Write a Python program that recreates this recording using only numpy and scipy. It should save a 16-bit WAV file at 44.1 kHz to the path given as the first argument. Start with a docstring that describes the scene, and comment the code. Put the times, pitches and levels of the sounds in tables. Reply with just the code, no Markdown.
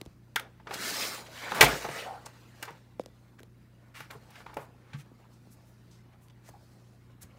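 """Something is dragged over a wooden table and slams against the chassis of an open tape deck, very close:
friction is coloured noise driven by one speed, and blows are decaying noise, gliding knocks and chassis modes.
Parts click and clunk, short narrow-band notes sound, and thuds ring the table's low modes. Hands rustle on
and tap a camera's shell, heard as filtered noise and gliding sines. Transformer and head drum hum as unsteady
sines in a quiet room of faint noise and short reverberation."""
import sys
import numpy as np
from scipy import signal
from scipy.fft import rfft, irfft, next_fast_len
from scipy.io import wavfile
from scipy.ndimage import uniform_filter1d, map_coordinates

SR = 44100
rng = np.random.default_rng(int(sys.argv[2]) if len(sys.argv) > 2 else 0)


def elevation(decibels):
    """Turn decibel levels (scalar or array-like) into linear amplitude ratios."""
    levels = np.asarray(decibels, float)
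    return 10 ** (levels / 20)


def wav_out(sig):
    """Save sig, one row per channel (or a flat mono array), as 16-bit PCM at SR to the path in sys.argv[1]."""
    wavfile.write(sys.argv[1], SR, np.round(np.clip(np.atleast_2d(sig).T, -1, 1) * 32767).astype(np.int16))


N = 325546


def unit(x):
    """Normalization of power: scale to rms 1."""
    return x / np.sqrt(np.mean(x ** 2) + 1e-20)


def peak(x):
    """Normalization of amplitude: scale to peak 1."""
    return x / np.abs(x).max()


def along(points, hz):
    """Logarithmic frequency scale: (frequency, value) points are interpolated on a log axis."""
    f, v = np.transpose(points)
    return np.interp(np.log(hz + 1), np.log(f + 1), v)


def wobble(rate):
    """Slow random modulation: a smooth curve through normal values, rate knots a second."""
    knots = rng.standard_normal(int(N * rate / SR) + 4)
    return map_coordinates(knots, [np.arange(N) * rate / SR])


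def filtered(x, response):
    """Linear filtering: the spectrum of x times a complex response of frequency."""
    size = next_fast_len(len(x) + 8192)
    spectrum = rfft(x, size) * response(np.fft.rfftfreq(size, 1 / SR))
    return irfft(spectrum, size)[:len(x)]


def resonance(hz, centre_hz, width_hz):
    """Simple resonance: the causal band-pass response of one damped oscillator."""
    return 1j * hz * width_hz / (centre_hz ** 2 - hz ** 2 + 1j * hz * width_hz)


def noise(spectrum, patchy_db, grainy_db):
    """Coloured noise of rms 1: random modulation gives patches of random gain and a fast grain."""
    grains = rng.standard_normal(N) * elevation(grainy_db * wobble(400))
    z = signal.stft(grains, nperseg=256)[2]
    field = uniform_filter1d(rng.standard_normal(z.shape), 3, 0)
    field = uniform_filter1d(field, 8, 1)
    x = signal.istft(z * elevation(patchy_db * unit(field)), nperseg=256)[1][:N]
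    return unit(filtered(x, lambda hz: elevation(along(spectrum, hz))))


def crowded(x, depth_db, size):
    """Modal crowding: many small parts ring along as narrow random peaks and dips that shift in time."""
    z = signal.stft(x, nperseg=512)[2]
    field = unit(uniform_filter1d(rng.standard_normal(z.shape), size, 1))
    gain_db = depth_db * field - depth_db ** 2 / 9  # the offset holds the mean power
    return signal.istft(z * elevation(gain_db), nperseg=512)[1][:N]


def ring(modes, t, spread_db):
    """Modal superposition: damped (frequency, level, t60) sines, at new strengths for each blow."""
    out = 0
    for hz, db, t60 in modes:
        strength_db = db + rng.normal(0, spread_db)
        out = out + elevation(strength_db - 60 * t / t60) * np.sin(2 * np.pi * hz * t)
    return out


def gliding(hz, t, t60, drop, drop_s):
    """Dispersion of a bending wave: its high part arrives first, so the pitch drops fast to rest."""
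    turns = hz * (t + drop * drop_s * (1 - np.exp(-t / drop_s)))
    return np.sin(2 * np.pi * turns) * elevation(-60 * t / t60) * (1 - np.exp(-t / .0012))


# spectrum of the quiet room: (frequency [Hz], relative level per Hz [dB])
QUIET_SPECTRUM = [(20, -29), (35, -13), (55, -3), (100, -12), (200, -5.5), (330, -8), (490, -20),
                  (900, -25.5), (1700, -26.5), (2500, -33.5), (5000, -41), (10000, -40), (15800, -40),
                  (16400, -70)]


def room_tone():
    """Stationary background noise: a quiet room as coloured noise at -64 dB rms."""
    return elevation(-64) * noise(QUIET_SPECTRUM, patchy_db=2, grainy_db=0)


# decay of the room: (frequency [Hz], t60 [s])
ROOM_DECAY = [(100, .25), (1000, .22), (5000, .2), (15000, .12)]


def room(x):
    """Reverberation: a diffuse noise tail in which each frequency dies at its own speed."""
    hz, t, z = signal.stft(rng.standard_normal(SR // 2), SR, nperseg=256)
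    decay = elevation(-60 * t / along(ROOM_DECAY, hz)[:, None])
    tail = signal.istft(z * decay, SR, nperseg=256)[1]
    delayed = np.pad(x, (300, 0))  # samples before the first reflections
    return signal.fftconvolve(delayed, tail / np.linalg.norm(tail))[:N]


# hum tones near multiples of the drum's turning rate:
# (frequency [Hz], resting level [dB rms], waver depth [dB])
HUM_TONES = [(30.2, -84.5, 2), (57.36, -69.5, 0), (90, -70.5, 2.5), (119.6, -59, 1), (149.6, -74.5, 3.5),
             (175, -70.5, 2.5), (209.5, -72, 1.5), (246, -76, 4), (363, -79.5, 2.5)]


def hum():
    """Harmonic excitation: transformer and drum motor as sines unsteady in level and phase."""
    t = np.arange(N) / SR
    out = np.zeros(N)
    for hz, db, waver_db in HUM_TONES:
        level = elevation(db + waver_db * wobble(9))
        out += level * np.sin(2 * np.pi * hz * t + .2 * wobble(4))
    return np.sqrt(2) * out  # from rms to peak


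# finger taps on the camera's shell:
# (time [s], shell peak level [dB], resting shell pitch [Hz], click level over the shell [dB])
SHELL_TAPS = [(0.014, -36.5, 326, 8), (0.061, -40.5, 308, -2.5), (2.996, -21.5, 494.9, -13),
              (3.014, -47.5, 512, -3), (3.037, -50.5, 453, -1.5), (3.06, -39.5, 506, 3.5),
              (3.083, -51.5, 471, -11), (3.403, -46, 402, -2), (3.432, -46.5, 446.2, 7),
              (5.061, -51, 339, -7.5), (5.115, -47, 325, -22.5), (5.471, -49.5, 332, -14),
              (6.284, -61, 355.9, 11)]


def taps():
    """Impact and dispersion: a dry click, then a bending wave in the shell."""
    out, t = np.zeros(N + SR), np.arange(SR // 10) / SR
    t60 = 0.025  # s
    for s, db, hz, click_db in SHELL_TAPS:
        shell = gliding(hz, t, t60, drop=2.0, drop_s=0.0011)
        shell = shell + 0.7 * gliding(0.27 * hz, t, t60, drop=3.8, drop_s=0.0035)
        shell = shell * (1 - np.exp(-(t / 0.00045) ** 2))  # it builds up behind the click
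        burst = rng.standard_normal(len(t)) * elevation(-60 * t / .007)
        click = filtered(burst, lambda f: resonance(f, 2800, 4500) * resonance(f, 4000, 16000))
        out[round(s * SR):][:len(t)] += elevation(db) * (peak(shell) + elevation(click_db) * peak(click))
    return out[:N]


# modes of the chassis: (frequency [Hz], relative level [dB], t60 [s])
CHASSIS_MODES = [(454, 2.5, 0.29), (866, 3.5, 0.24), (1141, -11.5, 0.16), (1378, -12.5, 0.18),
                 (1745, -12.5, 0.37), (1937, -9, 0.21), (2300, -1, 0.1), (2610, -19.5, 0.13),
                 (3520, -14, 0.14), (4950, -18.5, 0.15), (5582, -18.5, 0.15), (6290, -19, 0.26),
                 (6000, -8, 0.12), (7632, -27, 0.24)]


def chassis(f):
    """Forced vibration: rubbing is lifted a little at each mode of the chassis."""
    return 1.5 + 0.22 * sum(resonance(f, hz, 0.12 * hz) for hz, db, t60 in CHASSIS_MODES)


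def noise_swells(rows, width):
    """Resonant filtering: grainy noise under a swell, in one resonance of given width over pitch."""
    out = np.zeros(N + SR)
    for start, end, hz, db, place in rows:
        size = round((end - start) * SR)
        position = np.linspace(0, 1, size)
        swell = np.interp(position, [0, np.clip(place, .02, .98), 1], [0, 1, 0]) ** 0.95
        grain = elevation(1.1 * np.repeat(rng.standard_normal(SR // 100), 100))  # a new gain every 2.3 ms
        rub = grain * rng.standard_normal(SR)
        rub = filtered(rub, lambda f: resonance(f, hz, width * hz) ** 2 * chassis(f))
        out[round(start * SR):][:size] += elevation(db) * swell * unit(rub[:size])
    return out[:N]


# the grip shifts on the camera: (time [s], level at the top of the swell [dB rms])
GRIP_SHIFTS = [(0.061, -43), (5.581, -57), (6.491, -49.5), (7.231, -49.5)]


def grips():
    """Low-frequency friction: each shift of the grip is a 32 ms swell of noise round 58.4 Hz."""
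    rows = [(s, s + 0.032, 58.4, db, 0.43) for s, db in GRIP_SHIFTS]
    return noise_swells(rows, width=1)


# low modes of the table:
# (frequency [Hz], t60 [s], relative level [dB], level lost per dB of a weaker thud [dB/dB])
TABLE_MODES = [(55.04, 0.42, -7, 0.73), (138.3, 0.075, 6.5, -1), (218, 0.053, 1, -0.5)]
# weight landing on the table: (time [s], peak level [dB])
LANDINGS = [(1.519, -52), (1.545, -42), (1.626, -20.5), (1.66, -36), (1.722, -33.5), (1.889, -39.5),
            (2.707, -49), (4.005, -47), (4.151, -48.5), (4.59, -48), (4.937, -31.5), (4.972, -41.5)]


def thuds():
    """Modal excitation: the table answers after a moment; heavier thuds favour its lowest mode."""
    out, t = np.zeros(N + SR), np.arange(SR // 2) / SR
    loudest_db = max(db for s, db in LANDINGS)
    build_up = 1 - np.exp(-(t / .014) ** 2)
    for s, db in LANDINGS:
        modes = [(f, level - loss * (loudest_db - db), life) for f, life, level, loss in TABLE_MODES]
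        thud = ring(modes, t, spread_db=2) * build_up
        out[round(s * SR):][:len(t)] += elevation(db) * peak(thud)
    return out[:N]


# short rubbing strokes: (start [s], end [s], loudest pitch [Hz],
# level at the top of the swell [dB rms], place of the top [0-1])
RUBBING_STROKES = [(0.051, 0.058, 6000, -62, 0.6), (0.4, 0.53, 520, -52, 0), (0.835, 0.927, 4400, -38, 0.7),
                   (0.994, 1.081, 2470, -34.5, 0.48), (1.0, 1.15, 12000, -44.5, 0),
                   (1.392, 1.565, 810, -42.5, .5), (1.55, 1.604, 901, -36, 0.4),
                   (1.604, 1.69, 2210, -21.5, 0.14), (2.254, 2.272, 5500, -44, .5),
                   (2.63, 2.8, 900, -51.5, 0), (2.993, 3.027, 3900, -62, 0.43),
                   (3.382, 3.399, 1296, -52.5, 0.78), (3.387, 3.40, 7960, -63.5, .6),
                   (3.939, 4.086, 1665, -48, 0.14), (3.937, 4.07, 9500, -58.5, 0.25),
                   (4.097, 4.175, 900, -48.5, 0.11), (4.111, 4.17, 11000, -59.5, 0.05),
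                   (4.27, 4.45, 1780, -56.5, 0.62), (4.46, 4.56, 1000, -54.5, 0.17),
                   (4.29, 4.45, 9030, -66.5, 0.67), (4.554, 4.67, 11000, -63, 0.56),
                   (4.568, 4.681, 686, -47, 0.13), (4.8, 4.935, 1300, -63, 0.93),
                   (4.93, 4.98, 1475, -52.5, 0.38), (4.98, 5.03, 2155, -55, .4),
                   (4.953, 5.037, 8000, -62.5, 0.66), (5.31, 5.38, 5870, -69, .4),
                   (5.50, 5.56, 9500, -61.5, 0.42), (5.63, 5.76, 12010, -72, 0.41),
                   (5.906, 6.027, 4320, -64.5, 0.05), (6.112, 6.149, 1500, -65, 0.63),
                   (6.201, 6.294, 10000, -68.5, 0.34), (6.296, 6.313, 2497, -60.5, .27),
                   (6.431, 6.501, 6480, -59, 0.97), (6.44, 6.5, 1500, -61.5, 0.64),
                   (7.21, 7.243, 7890, -48.5, .6), (7.21, 7.241, 14450, -55.5, 0.53),
                   (7.199, 7.263, 1797, -61.5, 0.52)]


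def strokes():
    """Broadband friction: short strokes of noise in a resonance wider than its pitch."""
    return noise_swells(RUBBING_STROKES, width=1.4)


# short narrow-band notes, rings after blows and brief groans: (start [s], end [s], pitch [Hz],
# level at the top of the swell [dB rms], place of the top [0-1])
NARROW_NOTES = [(0.362, 0.39, 1490, -28.5, 0), (0.709, 0.724, 819.6, -31.5, 0.36),
                (2.05, 2.206, 770, -38.5, 0.22), (4.571, 4.61, 449, -43, 0), (6.535, 6.588, 804, -55, 0.03)]


def narrow_notes():
    """Narrow resonance: short narrow-band notes, rings after blows and brief groans."""
    return noise_swells(NARROW_NOTES, width=0.25)


# rubbing: (time [s], speed as a drive level [dB], extra weight on the table [dB])
RUB_MOTION = [(0, -69, 2.5), (0.2, -80.5, -2.5), (0.42, -75.5, -4), (0.65, -73, -6), (0.67, -67.5, 8.5),
              (0.728, -46.5, 8), (0.788, -43, 0), (0.848, -39, -2), (0.908, -41, 0.5), (0.998, -39, -0.5),
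              (1.147, -44, 0.5), (1.27, -61.5, 7), (1.398, -44, -8), (1.546, -41.5, 4.5),
              (1.66, -38.5, 13.5), (1.734, -37, -1), (1.874, -47.5, 4), (2.008, -44, 0), (2.076, -53, 8),
              (2.206, -61.5, 3), (2.346, -64, -1), (2.52, -67.5, -2), (2.62, -61, -2.5), (2.9, -73.5, -0.5),
              (3.6, -78, -2), (3.9, -74, 0), (4.25, -70, 1), (4.7, -73, 4.5), (5.2, -74.5, 2),
              (6.3, -74.5, -1.5), (6.6, -76, 3.5), (6.87, -75.5, -1.5), (7.38, -74, 0)]
# spectra of the rubbed surfaces (wood, plastic, skin and cloth), dull to bright, each:
# (frequency [Hz], relative level per Hz [dB])
DRAG_SPECTRUM = [(100, -28), (200, -2.5), (350, -4.5), (530, 0.5), (900, -3.5), (1500, -9.5), (2000, -28),
                 (3300, -120)]
SCRAPE_SPECTRUM = [(590, -35), (1000, 1), (1600, 2.5), (1740, 3.5), (2680, 0), (3800, -4.5), (5500, -18),
                   (7150, -36.5), (12100, -120)]
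RUSTLE_SPECTRUM = [(2350, -29), (4000, -1.5), (4470, -1.5), (8120, -8), (12600, -14), (15100, -11),
                   (16000, -21.5)]


def rubbing():
    """Sliding friction: one speed drives three surfaces; the contact stutters and excites the chassis."""
    s, *controls = np.transpose(RUB_MOTION)
    speed_db, weight_db = [np.interp(np.arange(N) / SR, s, c) for c in controls]
    over_reference_db = speed_db + 40  # reference speed is -40 dB
    # drag and rustle grow by 0.75 and 0.94 dB per dB of speed
    drag = elevation(-43.5 + 0.75 * over_reference_db + weight_db)
    rustle = elevation(-45.5 + 0.94 * over_reference_db + 3.5 * wobble(4.7))  # slow unrest of the skin
    stutter = elevation(0.97 * wobble(35))
    rub = drag * noise(DRAG_SPECTRUM, patchy_db=2.5, grainy_db=1.5)
    rub = rub + elevation(speed_db) * noise(SCRAPE_SPECTRUM, patchy_db=2.5, grainy_db=-0.5)
    rub = elevation(-4.0) * filtered(rub, chassis)
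    rub = rub + rustle * noise(RUSTLE_SPECTRUM, patchy_db=1.5, grainy_db=1.0)
    return crowded(stutter * rub, depth_db=3, size=24)


# blows: (time [s], body peak level [dB], loudest pitch [Hz], t60 of the noise burst [s],
# crack level over the body [dB])
CHASSIS_BLOWS = [(0.359, -16, 1870, 0.0221, -2.5), (0.366, -30, 1460, 0.045, -26),
                 (0.396, -30, 1600, 0.013, 1), (0.598, -47.5, 814, 0.044, -26),
                 (0.67, -32.5, 1140, 0.042, -36), (0.709, -27.5, 810, 0.028, -19),
                 (0.738, -28, 4040, 0.056, -8), (1.263, -41.5, 2200, 0.057, -35),
                 (1.518, -18, 920, 0.025, -20), (1.545, -28, 1186, 0.37, -4.5),
                 (1.609, 0, 1815, 0.042, -5.5), (1.625, -7.5, 780, 0.077, -4.5),
                 (1.644, -18.5, 740, 0.054, 1), (1.66, -27, 1080, 0.028, -11),
                 (1.681, -22.5, 1140, 0.1, -6), (1.721, -27, 420, 0.086, -16),
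                 (1.845, -25.5, 681.4, 0.076, -35.5), (1.887, -25.5, 597.6, 0.021, -27),
                 (2.262, -36.5, 871.7, 0.037, -27), (2.626, -27.5, 1476, 0.042, -1.5),
                 (2.652, -40.5, 3870, 0.03, -10), (2.678, -35.5, 880, 0.088, -21),
                 (2.706, -38, 643.3, 0.021, -11), (4.004, -31, 1189, 0.035, -10),
                 (4.105, -36.5, 1640, 0.037, -20), (4.11, -36.5, 1500, 0.02, -2),
                 (4.151, -42, 468, 0.066, -27.5), (4.304, -49.5, 868, 0.04827, -0.5),
                 (4.355, -40.5, 1566, 0.056, -19), (4.403, -41, 1210, 0.077, -27),
                 (4.463, -33, 910, 0.033, -26), (4.495, -44.5, 890, 0.073, -32),
                 (4.531, -42.5, 896, 0.062, -27), (4.541, -49, 4500, 0.03, 4),
                 (4.568, -22.5, 610, 0.038, -19.5), (4.589, -45, 587, 0.029, -26),
                 (4.932, -38.5, 1646, 0.058, -30), (6.488, -42, 556.3, 0.028, -5)]


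def blows():
    """Impact excitation: a knock and a rattle round one pitch, nearby chassis modes, a treble crack."""
    out, t = np.zeros(N + SR), np.arange(SR // 2) / SR
    rise = 1 - np.exp(-t / [[.002], [.0007]])  # rattle, crack
    for s, db, hz, t60, crack_db in CHASSIS_BLOWS:
        burst = rng.standard_normal((2, len(t))) * elevation(-60 * t / t60) * rise

        def rattle_response(f):
            """Resonance with a skirt: a narrow peak and a wide one with a softened treble."""
            skirt = resonance(f, hz, 3.9 * hz) ** 2 / (1 + 1j * f / (3 * hz)) ** 2
            return resonance(f, hz, .5 * hz) ** 2 + 0.79 * skirt

        rattle = filtered(burst[0], rattle_response)
        knock = gliding(.95 * hz, t, 0.3 * t60, drop=.6, drop_s=0.0042)
        # modes weaken by 10 dB per octave away from the blow's pitch
        near = [(f, level - 10 * abs(np.log2(f / hz)), min(life, 2.1 * t60))
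                for f, level, life in CHASSIS_MODES]
        modes = ring(near, t, spread_db=5)
        crack = filtered(burst[1], lambda f: resonance(f, 6300, 28000) ** 2)
        body = peak(0.78 * peak(rattle) + .6 * knock + 0.37 * peak(modes))
        out[round(s * SR):][:len(t)] += elevation(db) * (body + elevation(crack_db) * peak(crack))
    return out[:N]


def scene():
    """Superposition: deck, hands and room; taps reach the microphone through the shell, not the room."""
    near = grips() + thuds() + strokes() + narrow_notes() + blows()
    return (room_tone() + hum() + taps() + rubbing() + near + elevation(-13.5) * room(near))[None]


# response of the microphone: (frequency [Hz], gain [dB])
MIC_RESPONSE = [(20, -15), (45, -2), (70, 0), (15700, 0), (16200, -35), (17000, -90)]


def microphone(x):
    """Band limitation: the lowest bass is weakened and the top of the treble cut off."""
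    return filtered(x, lambda hz: elevation(along(MIC_RESPONSE, hz)))


def low_pass(x):
    """Removes everything above the highest recorded frequency."""
    return signal.sosfilt(signal.butter(12, 17010, fs=SR, output="sos"), x)


def record(dry):
    """Saturation and band limitation: the loudest peaks flatten, then the microphone's range is applied."""
    flat = dry[0] / (1 + np.abs(dry[0] / .85) ** 4) ** (1 / 4)
    mix = microphone(flat)[None]
    return low_pass(mix)


dry = scene()
out = record(dry)
wav_out(out)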